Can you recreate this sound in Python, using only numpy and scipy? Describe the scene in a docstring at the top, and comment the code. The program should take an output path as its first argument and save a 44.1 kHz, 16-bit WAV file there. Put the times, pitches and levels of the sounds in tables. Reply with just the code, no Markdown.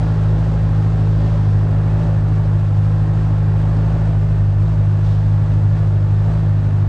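"""An open paved lot: a four-cylinder motorcycle idles close by, its speed hunting a little.
The silencer booms on the first three firing orders; each exhaust pulse adds a burble and a puff of gas.
When the engine picks up, the main boom thins while burble, gas and mechanical whirr swell.
A low rumble lies underneath, a few soft hisses pass, and now and then the tailpipe growls."""
import sys
import numpy as np
from scipy import signal
from scipy.fft import rfft, irfft, next_fast_len
from scipy.io import wavfile

SR = 44100
rng = np.random.default_rng(int(sys.argv[2]) if len(sys.argv) > 2 else 0)


def master_out(mix):
    """Clip the mix to full scale and print it as 16-bit PCM to the path in sys.argv[1]."""
    frames = np.transpose(np.atleast_2d(mix))
    ceiling = np.clip(frames, -1, 1)
    pcm = np.round(ceiling * 32767).astype(np.int16)
    wavfile.write(sys.argv[1], SR, pcm)


N = 303408

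# The pulse strength of each of the four cylinders in dB, in firing order.
CYLINDER_DB = [0.97, -1.1, 0.34, -0.55]


def from_db(db):
    """Decibels to gain."""
    return 10 ** (np.asarray(db) / 20)


def rms_one(x):
    """Scale to unit power."""
    return x / np.sqrt(np.mean(x ** 2) + 1e-20)


def in_time(rows):
    """An automation curve: (seconds, value) points joined by straight lines."""
    return np.interp(np.arange(N) / SR, *np.transpose(rows))


def drift(rate_hz):
    """A smooth random wobble of unit power, rolling off above `rate_hz`."""
    hz = np.arange(N // 2 + 1) * SR / N
    return rms_one(irfft(rfft(rng.standard_normal(N)) / (1 + (hz / rate_hz) ** 4), N))


def colour(x, points):
    """Minimum-phase EQ through (Hz, dB) points, falling steeply past its ends; unit power out."""
    size = next_fast_len(N + SR // 2)
    size += size % 2
    octave = np.log2(np.maximum(np.arange(size // 2 + 1) * SR / size, 1))
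    hz, db = np.transpose(points)
    octaves_outside = np.abs(octave - np.clip(octave, np.log2(hz[0]), np.log2(hz[-1])))
    gain = from_db(np.interp(octave, np.log2(hz), db) - 30 * np.minimum(octaves_outside, 2))
    # Folding the cepstrum onto positive time makes the filter causal.
    cepstrum = irfft(np.log(gain))
    cepstrum[1:size // 2] *= 2
    cepstrum[size // 2 + 1:] = 0
    return rms_one(irfft(rfft(x, size) * np.exp(rfft(cepstrum)))[:N])


def level(curve, surge, swell_db):
    """A layer's fader: its dB curve, raised by `swell_db` for each firing per second above idle."""
    return from_db(in_time(curve) + swell_db * surge)


def gate(start, attack_s, hold_s, release_s):
    """Rises to 1 by `start`, holds, then falls."""
    return np.interp(np.arange(N) / SR - start, [-attack_s, 0, hold_s, hold_s + release_s], [0, 1, 1, 0])


def passings(count):
    """Samples at which a running count reaches the next whole number."""
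    return np.flatnonzero(np.diff(np.floor(count)) > 0)


def engine_tones(firing, orders, waver_db, waver_hz):
    """Sines locked to multiples of the firing rate, each wavering in level on its own."""
    tones = [from_db(db + waver_db * drift(waver_hz)) * np.cos(2 * np.pi * (k * firing + rng.random()))
             for k, db in orders]
    return np.sqrt(2) * sum(tones)


def boom(firing, surge, flutter_db, trade_db, putter):
    """Three clean orders from the silencer, the third inverted above its resonance."""
    # How the silencer answers to speed. Each row: firings per second above idle,
    # second order in dB, third order in dB.
    silencer = [(-2.6, -14, -24.5), (-0.17, -14.5, -21), (-0.56, -15, -20.5), (1.7, -17.5, -20.5),
                (2, -20, -18)]
    # The deepest tone at idle speed. Each row: time in seconds, relative level in dB.
    fundamental = [(0.0, -21.6), (0.17, -24.8), (0.36, -21.8), (1.52, -22.7), (1.82, -24.3), (2.28, -22.3),
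                   (2.47, -25.3), (4.84, -20.7), (4.94, -29.1), (5.07, -22.4), (5.61, -25.3), (6.5, -23.9),
                   (6.63, -26.5), (6.87, -23.8)]
    surges, *upper_db = np.transpose(silencer)
    first = from_db(-0.4) * level(fundamental, surge, swell_db=0.99)
    second, third = (from_db(np.interp(surge, surges, db)) for db in upper_db)
    trade = from_db(trade_db * drift(5.4))   # uneven burns trade strength between the first two
    tones = np.zeros(N)
    for k, gain in enumerate((first * trade, second / trade, -third), 1):
        tones += gain * from_db(flutter_db * drift(27)) * np.cos(2 * np.pi * k * firing)
    strong_weak = 1 + putter * np.cos(np.pi * firing)
    return np.sqrt(2) * tones * strong_weak


def lope(firing):
    """Unequal cylinders put weak tones between the firing orders, which beat against the boom."""
    # Each row: multiple of the firing rate, level in dB.
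    between_orders = [(1.25, -42), (1.749, -44), (2.25, -33), (2.5, -37), (2.748, -46.5), (3.499, -45),
                      (4.5, -49)]
    return engine_tones(firing, between_orders, waver_db=1.5, waver_hz=3.0)


def burble(firing, rough_db, uneven_db):
    """Each exhaust pulse carries overtones and a gulp of turbulence as strong as its own burn."""
    # The pulses' overtones. Each row: multiple of the firing rate, level within the burble in dB.
    overtones = [(4, -8), (5, -7.5), (6, -10.5), (7, -11.5), (8, -12.5), (9, -17), (10, -19), (11, -16.5),
                 (12, -21.5), (13, -17), (17, -26)]
    # The gulps' low-mid body. Each row: frequency in Hz, relative level in dB.
    gulp_eq = [(185, -2), (215, -2.5), (255, 3.5), (295, 0.5), (340, -1.5), (400, -4), (470, -14.5)]
    tones = engine_tones(firing, overtones, waver_db=2.1, waver_hz=3.9)
    pulses = passings(firing)
    burn_db = np.resize(CYLINDER_DB, len(pulses)) + uneven_db * rng.standard_normal(len(pulses))
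    strength = np.interp(np.arange(N), pulses, from_db(burn_db))
    gulps = colour(rng.standard_normal(N) * strength, gulp_eq)
    return tones + from_db(rough_db) * gulps


def puffs(firing, throb_db, crank_db, throat_db):
    """Gas noise swells with each firing and each crank turn; the tailpipe's resonance makes it throaty."""
    # The breathy midrange of the gas. Each row: frequency in Hz, relative level in dB.
    gas_eq = [(380, -6.5), (480, -3), (580, -3.5), (750, -3.5), (900, -6), (1350, -11), (1830, -14.5),
              (2050, -22), (2600, -29.5)]
    throat_hz, throat_width_hz = 548, 110
    swell_db = -throb_db * np.cos(2 * np.pi * firing) + crank_db * np.cos(np.pi * firing)
    gas = colour(rng.standard_normal(N) * from_db(swell_db), gas_eq)
    throat = signal.lfilter(*signal.iirpeak(throat_hz, throat_hz / throat_width_hz, fs=SR), gas)
    return gas + from_db(throat_db) * throat


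def whirr(firing, throb_db, tick_db, tick_s, tick_spread_db):
    """Chain and gears rustle in step with the camshafts; valves tick as they seat, twice per firing."""
    # The machinery's bright sheen. Each row: frequency in Hz, relative level in dB.
    whirr_eq = [(1500, -9), (2100, -3.5), (2700, -2.5), (3000, -5), (3800, -6), (5300, -11), (6100, -14),
                (6550, -13.5), (7200, -17), (7900, -15.5), (8400, -17.5), (9000, -22.5), (10500, -29.5)]
    seatings = passings(2 * firing)
    impacts = np.zeros(N)
    impacts[seatings] = from_db(tick_db + tick_spread_db * rng.uniform(-1, 1, len(seatings)))
    ticks = signal.lfilter([1], [1, -np.exp(-1 / (tick_s * SR))], impacts + 1e-18)
    cam = np.cos(2 * np.pi * firing / len(CYLINDER_DB))
    rustle = from_db(-throb_db * np.cos(2 * np.pi * firing) + 0.39 * cam + .5 * drift(17))
    return colour(rng.standard_normal(N) * np.hypot(rustle, ticks), whirr_eq)


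def ground_bounce(x, lag_s, bounce):
    """The bounce off the paving combs the sound; its lag shifts as the listener sways."""
    late = np.arange(N) - SR * lag_s * (1 + .05 * drift(.5))
    return x + bounce * np.interp(late, np.arange(N), x)


def rumble():
    """A steady bed of low noise."""
    # The bed's bass weight. Each row: frequency in Hz, relative level in dB.
    rumble_eq = [(8, -14.5), (22, -5.5), (33, -1.5), (45, -1), (60, -1.5), (72, -4.5), (98, 3.5),
                 (128, -6.5), (145, -10), (165, -10.5), (195, -17), (300, -24.5)]
    return colour(rng.standard_normal(N), rumble_eq)


def hisses():
    """Each soft hiss opens, sags or lifts slightly while it holds, and shuts."""
    # Each row: time fully open in seconds, attack, hold and release in seconds,
    # level in dB, sag in dB per second.
    cues = [(0.018, .05, 1.14, 0.13, -56, 4), (1.24, 0.13, 0.24, 0.22, -55, -1),
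            (3.18, .04, .1, .05, -58.5, 10), (5.045, .01, .15, 0.051, -50.5, 34)]
    # The hiss's treble colour. Each row: frequency in Hz, relative level in dB.
    hiss_eq = [(1800, -19.5), (3000, 4), (5300, -1), (6500, -7), (9000, -17)]
    t = np.arange(N) / SR
    envelope = sum(gate(start, attack, hold, release) * from_db(db - sag * np.maximum(t - start, 0))
                   for start, attack, hold, release, db, sag in cues)
    return envelope * colour(rng.standard_normal(N), hiss_eq)


def growls(firing, order, ramp_s, wobble_rad, waver_db):
    """Now and then the tailpipe catches the overtone nearest its resonance and sings it roughly."""
    # Each row: start in seconds, hold in seconds, level against the gas noise in dB.
    cues = [(1.195, 0.2, -6), (1.97, .16, -5), (3.657, 0.36, -12)]
    envelope = sum(from_db(db) * gate(start, ramp_s, hold, ramp_s) for start, hold, db in cues)
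    phase = 2 * np.pi * order * firing + wobble_rad * drift(30)
    return np.sqrt(2) * envelope * from_db(waver_db * drift(30)) * np.cos(phase)


def scene():
    """The crank drives every engine layer; rumble and hisses join them in a mono mix."""
    # The hunting idle. Each row: time in seconds, firings per second.
    speed = [(0.0, 53.5), (0.32, 52.0), (0.44, 53.3), (0.7, 52.1), (0.94, 52.8), (1.14, 52.0), (1.32, 53.0),
             (1.46, 51.1), (1.92, 52.2), (2.04, 53.8), (2.24, 50.8), (2.34, 52.3), (2.72, 50.6),
             (2.82, 51.9), (3.1, 51.9), (3.18, 52.7), (3.44, 51.2), (3.86, 52.8), (4.08, 52.7),
             (4.16, 50.9), (4.28, 51.6), (4.56, 50.0), (4.7, 52.7), (4.8, 51.0), (5.56, 51.5), (5.68, 50.5),
             (5.78, 52.5), (5.94, 50.2), (6.22, 51.1), (6.3, 53.4), (6.5, 51.1), (6.87, 50.3)]
    # The fader ride shared by burble and gas. Each row: time in seconds, relative level in dB.
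    gas_ride = [(0, -38), (1.2, -39), (1.75, -37.5), (2.72, -39.5), (3.8, -38), (4.09, -38), (4.2, -40),
                (4.65, -40), (4.8, -40), (6.87, -39)]
    firing_hz, idle_hz = in_time(speed), 51.7
    surge = firing_hz - idle_hz
    firing = np.cumsum(firing_hz * (1 + .002 * drift(14))) / SR   # running count of firings

    burble_gain = from_db(4.0) * level(gas_ride, surge, swell_db=1.3)
    gas_gain = from_db(2.5) * level(gas_ride, surge, swell_db=0.84)
    whirr_gain = from_db(-51 + 1.1 * surge)

    exhaust = boom(firing, surge, flutter_db=0.25, trade_db=0.56, putter=.06) + lope(firing)
    exhaust += burble_gain * burble(firing, rough_db=-3.5, uneven_db=1.5)
    tailpipe = puffs(firing, throb_db=1.4, crank_db=0.48, throat_db=-17.5 + 3.3 * surge)
    tailpipe += growls(firing, order=11, ramp_s=.03, wobble_rad=1.1, waver_db=1)
    machinery = whirr(firing, throb_db=0.56, tick_db=-3.5, tick_s=.0012, tick_spread_db=6.5)
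    bed = from_db(-29.5) * rumble()
    gas_and_whirr = ground_bounce(gas_gain * tailpipe + whirr_gain * machinery, lag_s=.0035, bounce=0.15)
    return (exhaust + gas_and_whirr + bed + hisses())[None]


def record(dry):
    """A steep low-pass takes off the top."""
    cutoff_hz = 10800
    return signal.sosfilt(signal.ellip(10, .1, 80, cutoff_hz, fs=SR, output="sos"), dry)


dry = scene()
out = record(dry)
master_out(out)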